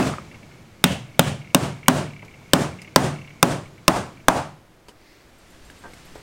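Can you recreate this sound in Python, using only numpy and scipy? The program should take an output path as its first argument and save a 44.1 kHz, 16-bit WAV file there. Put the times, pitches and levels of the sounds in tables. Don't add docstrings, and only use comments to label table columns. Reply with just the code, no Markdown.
import sys
import numpy as np
from scipy import signal
from scipy.fft import rfft, irfft, next_fast_len
from scipy.io import wavfile
from scipy.ndimage import uniform_filter1d, minimum_filter1d, map_coordinates

SR = 44100
rng = np.random.default_rng(int(sys.argv[2]) if len(sys.argv) > 2 else 0)


def dump_mix(stems):
    frames = np.atleast_2d(stems).T
    limited = np.clip(frames, -1, 1)
    pcm = np.round(limited * 32767).astype(np.int16)
    wavfile.write(sys.argv[1], SR, pcm)


N = 274302

# frequency in Hz, relative density in dB.
AIR_SPECTRUM = [(15, 5), (25, 1.5), (277, -4.5), (317, 1), (394, -5), (607, -6.5), (677, -6), (775, -9.5),
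                (1560, -13.5), (1840, -14), (2610, -18), (4610, -22), (16000, -33)]
RUMBLE_SPECTRUM = [(25, -26), (70, -3), (140, 6), (300, -7), (700, -13.5), (3000, -22.5), (7000, -27),
                   (15000, -45)]
RUSTLE_SPECTRUM = [(100, 6), (500, -5), (2000, -5), (5000, -11), (9000, -15), (15000, -31)]
BUFFET_SPECTRUM = [(10, 4), (30, -5), (70, 0), (140, -33), (500, -40), (2000, -88.5)]
CHORUS_SPECTRUM = [(1000, -40.5), (1950, -19.5), (2120, 0), (2260, 0.5), (2450, -5.5), (3200, -19.5),
                   (4600, -22.5), (5300, -25), (6100, -19), (9000, -32.5), (16000, -49.5)]
SCRAPE_SPECTRUM = [(800, -24), (2000, 7), (3200, -3), (4700, 1), (6000, -6), (8500, -12), (11000, -20),
                   (15000, -14)]
TICK_SPECTRUM = [(200, 24), (900, 11), (3000, 8.5), (8000, 5.5), (16000, -9)]
SCUFF_SPECTRUM = [(150, -16), (500, -2), (1500, -12), (2500, -25), (9000, -48.5)]
SLAP_SPECTRUM = [(80, 8), (250, 8), (900, -12), (2000, -8), (8000, -14), (16000, -35)]
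ROOM_SPECTRUM = [(50, -25.5), (90, -7), (150, -2), (280, -2.5), (460, 2), (620, 6.5), (1100, -2),
                 (1700, -9), (2250, -12.5), (2900, -13.5), (4200, -21.5), (9200, -21.5), (11000, -32),
                 (16000, -34)]
NEAR_TIMBER_SPECTRUM = [(60, -32.5), (150, -6.5), (280, 5), (450, -13.5), (650, 2.5), (1400, -7),
                        (2200, -15.5), (3000, -19), (4500, -28), (9000, -34), (11000, -42.5), (16000, -41)]
CRACK_SPECTRUM = [(40, -17), (150, -0.5), (400, 6), (1000, 14), (1700, 5.5), (2250, -3.5), (2800, 0),
                  (4200, -8.5), (5500, -1), (8500, -12), (10500, -14.5), (16000, -11.5)]
# time in seconds, relative level in dB.
RUMBLE_LEVELS = [(0, -41.5), (.6, -48.5), (2.4, -49.5), (4.2, -49.5), (4.8, -75), (6.2, -53)]
TRILL_LEVELS = [(0, -52), (.7, -63), (1.3, -57), (2.3, -55.5), (3.3, -54.5), (3.7, -68), (4.2, -62),
                (4.5, -78)]
# start in seconds, length in seconds, relative level in dB.
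CAMERA_RUSTLES = [(5.1, 1.8, -48.5)]
AIR_PUFFS = [(5.5, 0.21, -46), (5.8, 0.16, -48.5), (6.0, .3, -44.5)]
PLATE_SLIDES = [(4.92, 0.4, -57.5), (5.4, 0.9, -71), (5.93, 0.81, -56.5)]
# start in seconds, pulse count, relative level in dB.
CHIRR_BURSTS = [(.314, 2, -33), (.428, 1, -36), (.514, 2, -41), (1.058, 4, -40), (1.415, 4, -35),
                (1.738, 2, -40), (1.830, 2, -31), (2.076, 6, -32), (2.281, 3, -37), (2.728, 1, -34),
                (2.788, 4, -31.5), (3.156, 3, -32), (3.246, 3, -32.5), (3.657, 1, -36), (3.779, 1, -39),
                (4.1715, 2, -39)]
# start in seconds, relative tick and ring levels in dB, pitch in Hz.
PLATE_CLICKS = [(0.028, -33, -9, 2540), (0.138, -37, -20.5, 1280), (0.184, -44, -22, 1290),
                (2.249, -41, -47, 3020), (2.818, -34, -35.5, 5000), (4.884, -33.5, -40, 2500),
                (4.892, -49, -41, 2940), (5.700, -37.5, -32, 1650), (5.935, -35, -44, 2240),
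                (6.153, -35, -44, 1870)]
# start in seconds, relative level in dB, tilt in dB per octave.
BOARD_BUMPS = [(2.228, -32, -4.5), (4.884, -35.5, 1), (5.838, -28, 10), (5.853, -27, 12),
               (6.156, -28.5, -4)]
# frequency in Hz, relative level in dB, T60 in seconds.
SPARE_PLATE_MODES = [(4700, -2, 0.11), (7500, 1, .14), (8350, 1, 0.16), (9900, -5, 0.11), (12700, 2, .08),
                     (14200, -6, .06)]
BOARD_MODES = [(419, -3.5, 0.11), (642, -1.5, 0.023), (960, -2, 0.053), (1260, -12.5, 0.046),
               (1575, -14, .13)]
WALL_MODES = [(84, -11, 0.44), (104.8, -22, 0.9), (122.4, -5, 0.41), (132, -17, 0.14), (146.3, -4, 0.48),
              (186.9, -7, 0.32), (192.8, 0.5, 0.19), (222, -7, 0.12), (260.7, -17, 0.1), (275.2, 3.5, 0.19),
              (308, -7, 0.29), (368.4, -8.5, 0.38), (429, -16, 0.19), (562, -11, .42)]
STUD_MODES = [(127, -7, 0.065), (177, 0, 0.076), (252.5, -4.5, 0.13), (305.8, -4, 0.098), (403, -10, 0.13),
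              (556, 0, 0.058), (742, 2.5, 0.012), (826, -1, 0.045), (1017, 0.5, 0.047), (1485, 2.5, 0.015),
              (2610, -24.5, .02), (3604, -2, 0.018), (5890, -17, 0.028), (8610, -4, .018)]
# frequency in Hz, T60 in seconds.
ROOM_T60 = [(120, 0.66), (400, 0.3), (1200, 0.38), (4000, 0.39), (9000, 0.33), (15000, 0.24)]
# frequency in Hz, gain in dB.
LOOSE_EQ = [(190, -5.5), (330, -15.5), (560, -14.5), (830, -18), (1300, -17), (3000, -3.5), (4600, -7)]
BITING_EQ = [(190, -3), (330, -2), (560, -6.5), (830, -8.5), (1300, -6.5), (3000, -6.5), (4600, -2.5)]
HOME_EQ = [(190, -9), (330, -6.5), (560, -8), (830, -3.5), (1300, -4.5), (3000, -8.5), (4600, -4.5)]
# start in seconds, force in dB, plate seating from 0 to 1, ping in Hz, relative ping in dB.
HAMMER_BLOWS = [(-.011, -1.5, 0.47, 3600, 11), (0.8409, 0, 0, 3740, 7.5), (1.1935, .5, 0.13, 3630, 0.5),
                (1.547, -0.5, 0.4, 2790, 10.5), (1.8826, 1.5, 0.41, 2900, -8), (2.5343, -1, .48, 3070, 9.5),
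                (2.9605, .5, .55, 4680, 11), (3.4284, -1.5, 0.54, 2650, 8), (3.8802, 0, 0.79, 2735, 10),
                (4.2837, -0.5, 1, 4750, 2.5)]


def amp(db):
    return 10 ** (np.asarray(db) / 20)


def at_hz(points, hz):
    knots_hz, values = np.transpose(points)
    return np.interp(np.log(hz + 1), np.log(knots_hz + 1), values)


def level_curve(points):
    return np.interp(np.arange(N) / SR, *np.transpose(points))


def swells(rows):
    t = np.arange(N) / SR
    return sum(amp(db) * np.sin(np.pi * np.clip((t - start_s) / length_s, 0, 1))
               for start_s, length_s, db in rows)


def wobble(rate_hz):
    knots = rng.standard_normal(int(N * rate_hz / SR) + 4)
    return map_coordinates(knots, [np.arange(N) * rate_hz / SR])


def fade(t, t60_s):
    return np.exp(-np.log(1000) * t / t60_s)


def rise(t, tau_s):
    return 1 - np.exp(-t / tau_s)


def coloured(x, points):
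    size = 2 * next_fast_len(len(x) // 2 + 4096)
    gain = amp(at_hz(points, np.fft.rfftfreq(size, 1 / SR)))
    cepstrum = irfft(np.log(gain))
    cepstrum[1:size // 2] *= 2
    cepstrum[size // 2 + 1:] = 0
    return irfft(rfft(x, size) * np.exp(rfft(cepstrum)), size)[:len(x)]


def noise(spectrum, size):
    x = coloured(rng.standard_normal(size), spectrum)
    return x / np.sqrt(np.mean(x ** 2) + 1e-20)


def ring(modes, t, scatter_db, detune):
    out = np.zeros(len(t))
    for k, (hz, db, t60_s) in enumerate(modes):
        level_draw, pitch_draw = rng.standard_normal(2)
        tone = np.sin(2 * np.pi * hz * (1 + detune * pitch_draw) * t)
        out += (-1) ** k * amp(db + scatter_db * level_draw) * fade(t, t60_s) * tone
    return out


def add(track, start_s, sound):
    start = round(start_s * SR)
    part = sound[max(-start, 0):max(N - start, 0)]
    track[max(start, 0):][:len(part)] += part


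def open_air(level_db=-53):
    return amp(level_db + 0.39 * wobble(1.7)) * noise(AIR_SPECTRUM, N)


def low_rumble():
    return amp(level_curve(RUMBLE_LEVELS) + wobble(5.5)) * noise(RUMBLE_SPECTRUM, N)


def camera_motion(rustle_db=-2, buffet_db=-2):
    rustle = swells(CAMERA_RUSTLES) * amp(rustle_db + wobble(36)) * noise(RUSTLE_SPECTRUM, N)
    buffet = swells(AIR_PUFFS) * amp(buffet_db + 3 * wobble(7)) * noise(BUFFET_SPECTRUM, N)
    return rustle + buffet


def chirr_pulse(lower_hz=2270, upper_hz=2650, upper_db=-5, yard_db=-8, gap_s=0.003):
    t = np.arange(SR // 12) / SR
    strokes = np.zeros(len(t))
    strokes[0] = 1
    strokes[int(abs(gap_s * SR * (1 + 0.1 * rng.standard_normal())))] += 0.7
    strokes += amp(yard_db) / 4 * rng.standard_normal(len(t)) * fade(t, t60_s=0.06)
    tones = np.sin(2 * np.pi * lower_hz * t) + amp(upper_db) * np.sin(2 * np.pi * upper_hz * t)
    pulse = signal.fftconvolve(strokes, tones * t * fade(t, t60_s=0.0058))[:len(t)]
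    return pulse / np.abs(pulse).max()


def chirr(rate_hz=34, burst_db=-4, trill_db=6, chorus_db=-2):
    out = amp(level_curve(TRILL_LEVELS) + chorus_db + wobble(10)) * noise(CHORUS_SPECTRUM, N)
    period_s = 1 / rate_hz
    for start_s, count, db in CHIRR_BURSTS:
        for k in range(count):
            add(out, start_s + k * period_s, amp(db + burst_db) * chirr_pulse())
    for pulse_s in np.cumsum(period_s * (1 + 0.15 * rng.standard_normal(160))):
        in_burst = any(start_s - period_s < pulse_s < start_s + count * period_s
                       for start_s, count, _ in CHIRR_BURSTS)
        if not in_burst:
            db = np.interp(pulse_s, *np.transpose(TRILL_LEVELS))
            add(out, pulse_s, amp(db + trill_db) * chirr_pulse())
    return out


def plate_slides(grain_db=0.5):
    return swells(PLATE_SLIDES) * amp(grain_db * wobble(60)) * noise(SCRAPE_SPECTRUM, N)


def plate_tinkles(level_db=-64, spread_db=2, jitter_s=0.023, count=7):
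    out, t = np.zeros(N), np.arange(SR // 4) / SR
    draws = rng.standard_normal((count, 2))
    for start_s, (time_draw, level_draw) in zip(np.linspace(5.4, 6.2, count), draws):
        tinkle = ring(SPARE_PLATE_MODES, t, scatter_db=2.5, detune=0.02)
        add(out, start_s + jitter_s * time_draw, amp(level_db + spread_db * level_draw) * tinkle)
    return out


def plate_clicks(tick_trim_db=-8, ring_trim_db=-3, ring_t60_s=0.023):
    out, t = np.zeros(N), np.arange(SR // 4) / SR
    for start_s, tick_db, ring_db, hz in PLATE_CLICKS:
        tick = noise(TICK_SPECTRUM, len(t)) * fade(t, t60_s=0.11)
        modes = [(hz, 0, ring_t60_s), (hz * 1.89, -3, ring_t60_s / 2)]
        clink = ring(modes, t, scatter_db=5, detune=0.036)
        add(out, start_s, amp(tick_db + tick_trim_db) * tick + amp(ring_db + ring_trim_db) * clink)
    return out


def board_bumps(trim_db=-9, scuff_db=-4):
    out, t = np.zeros(N), np.arange(SR // 4) / SR
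    for start_s, bump_db, db_per_octave in BOARD_BUMPS:
        modes = [(hz, db + db_per_octave * np.log2(hz / 800), t60_s) for hz, db, t60_s in BOARD_MODES]
        body = ring(modes, t, scatter_db=2, detune=0.004)
        scuff = amp(scuff_db) * noise(SCUFF_SPECTRUM, len(t)) * fade(t, t60_s=0.21)
        add(out, start_s, amp(bump_db + trim_db) * (body + scuff) * rise(t, tau_s=0.00084))
    return out


def far_wall_slap(level_db=-22, delay_s=0.078, t60_s=0.083):
    out, t = np.zeros(N), np.arange(SR // 4) / SR
    envelope = amp(level_db) * fade(t, t60_s) * rise(t, tau_s=0.0048)
    for start_s, *_ in HAMMER_BLOWS:
        add(out, start_s + delay_s, envelope * noise(SLAP_SPECTRUM, len(t)))
    return out


def room_tail(t):
    hz, frame_s, bins = signal.stft(noise(ROOM_SPECTRUM, len(t)), SR, nperseg=256)
    decay = fade(frame_s, at_hz(ROOM_T60, hz)[:, None])
    _, tail = signal.istft(bins * decay, SR, nperseg=256)
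    return tail[:len(t)] * rise(t, tau_s=0.0016)


def blow_colour(seating):
    stages = (LOOSE_EQ, BITING_EQ, HOME_EQ)
    colour = [(hz, np.interp(seating, [0, 0.5, 1], [at_hz(stage, hz) for stage in stages]))
              for hz, _ in BITING_EQ]
    bass_cut = [(20, -30), (80, colour[0][1])]
    return bass_cut + colour


def hammer(crack_db=20, stud_db=12, wall_db=-8, near_db=12.5, room_db=-1.46,
           thump_db=-21, thump_rise_db=21.5):
    out, t = np.zeros(N), np.arange(SR) / SR
    for start_s, force_db, seating, ping_hz, ping_db in HAMMER_BLOWS:
        crack = amp(crack_db) * noise(CRACK_SPECTRUM, len(t)) * fade(t, t60_s=0.018)
        stud = amp(stud_db) * ring(STUD_MODES, t, scatter_db=-0.08, detune=0.018)
        wall = amp(wall_db) * ring(WALL_MODES, t, scatter_db=2.5, detune=0.0012)
        wall *= rise(t, tau_s=0.0053)
        near_echoes = amp(near_db) * noise(NEAR_TIMBER_SPECTRUM, len(t)) * fade(t, t60_s=0.12)
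        room = amp(room_db) * room_tail(t)
        body = coloured(crack + stud + wall + near_echoes + room, blow_colour(seating))
        ping = amp(ping_db) * np.sin(2 * np.pi * ping_hz * t) * fade(t, t60_s=0.015)
        thump = amp(thump_db + thump_rise_db * seating) * fade(t, t60_s=0.053)
        add(out, start_s, amp(force_db) * (body + ping + thump))
    return out


def scene():
    mix = hammer() + far_wall_slap() + chirr()
    mix += plate_clicks() + board_bumps() + plate_slides() + plate_tinkles()
    mix += open_air() + low_rumble() + camera_motion()
    return mix[None]


def gain_control(x, threshold_db=-8, depth_db=20, start_cut_db=17,
                 attack_s=0.0021, hold_s=0.0058, release_db_per_s=235):
    level_db = 10 * np.log10(np.abs(uniform_filter1d(x ** 2, size=64)) + 1e-12)
    half_hold = int(hold_s * SR / 2)
    peak_db = -minimum_filter1d(-level_db, 2 * half_hold + 1, origin=half_hold)
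    over_db = np.clip(peak_db - threshold_db, 0, depth_db)
    climb_db = release_db_per_s * np.arange(N) / SR
    target_db = np.maximum(np.maximum.accumulate(over_db + climb_db), start_cut_db) - climb_db
    pole = np.exp(-1 / (attack_s * SR))
    cut_db, _ = signal.lfilter([1 - pole], [1, -pole], target_db, zi=[target_db[0]])
    return x * amp(-cut_db)


def record(dry):
    clipped = np.clip(gain_control(dry[0]), -1, 1)
    low_pass = signal.firwin(301, 16000, fs=SR)
    return signal.fftconvolve(clipped, low_pass, mode="same")[None]


dry = scene()
out = record(dry)
dump_mix(out)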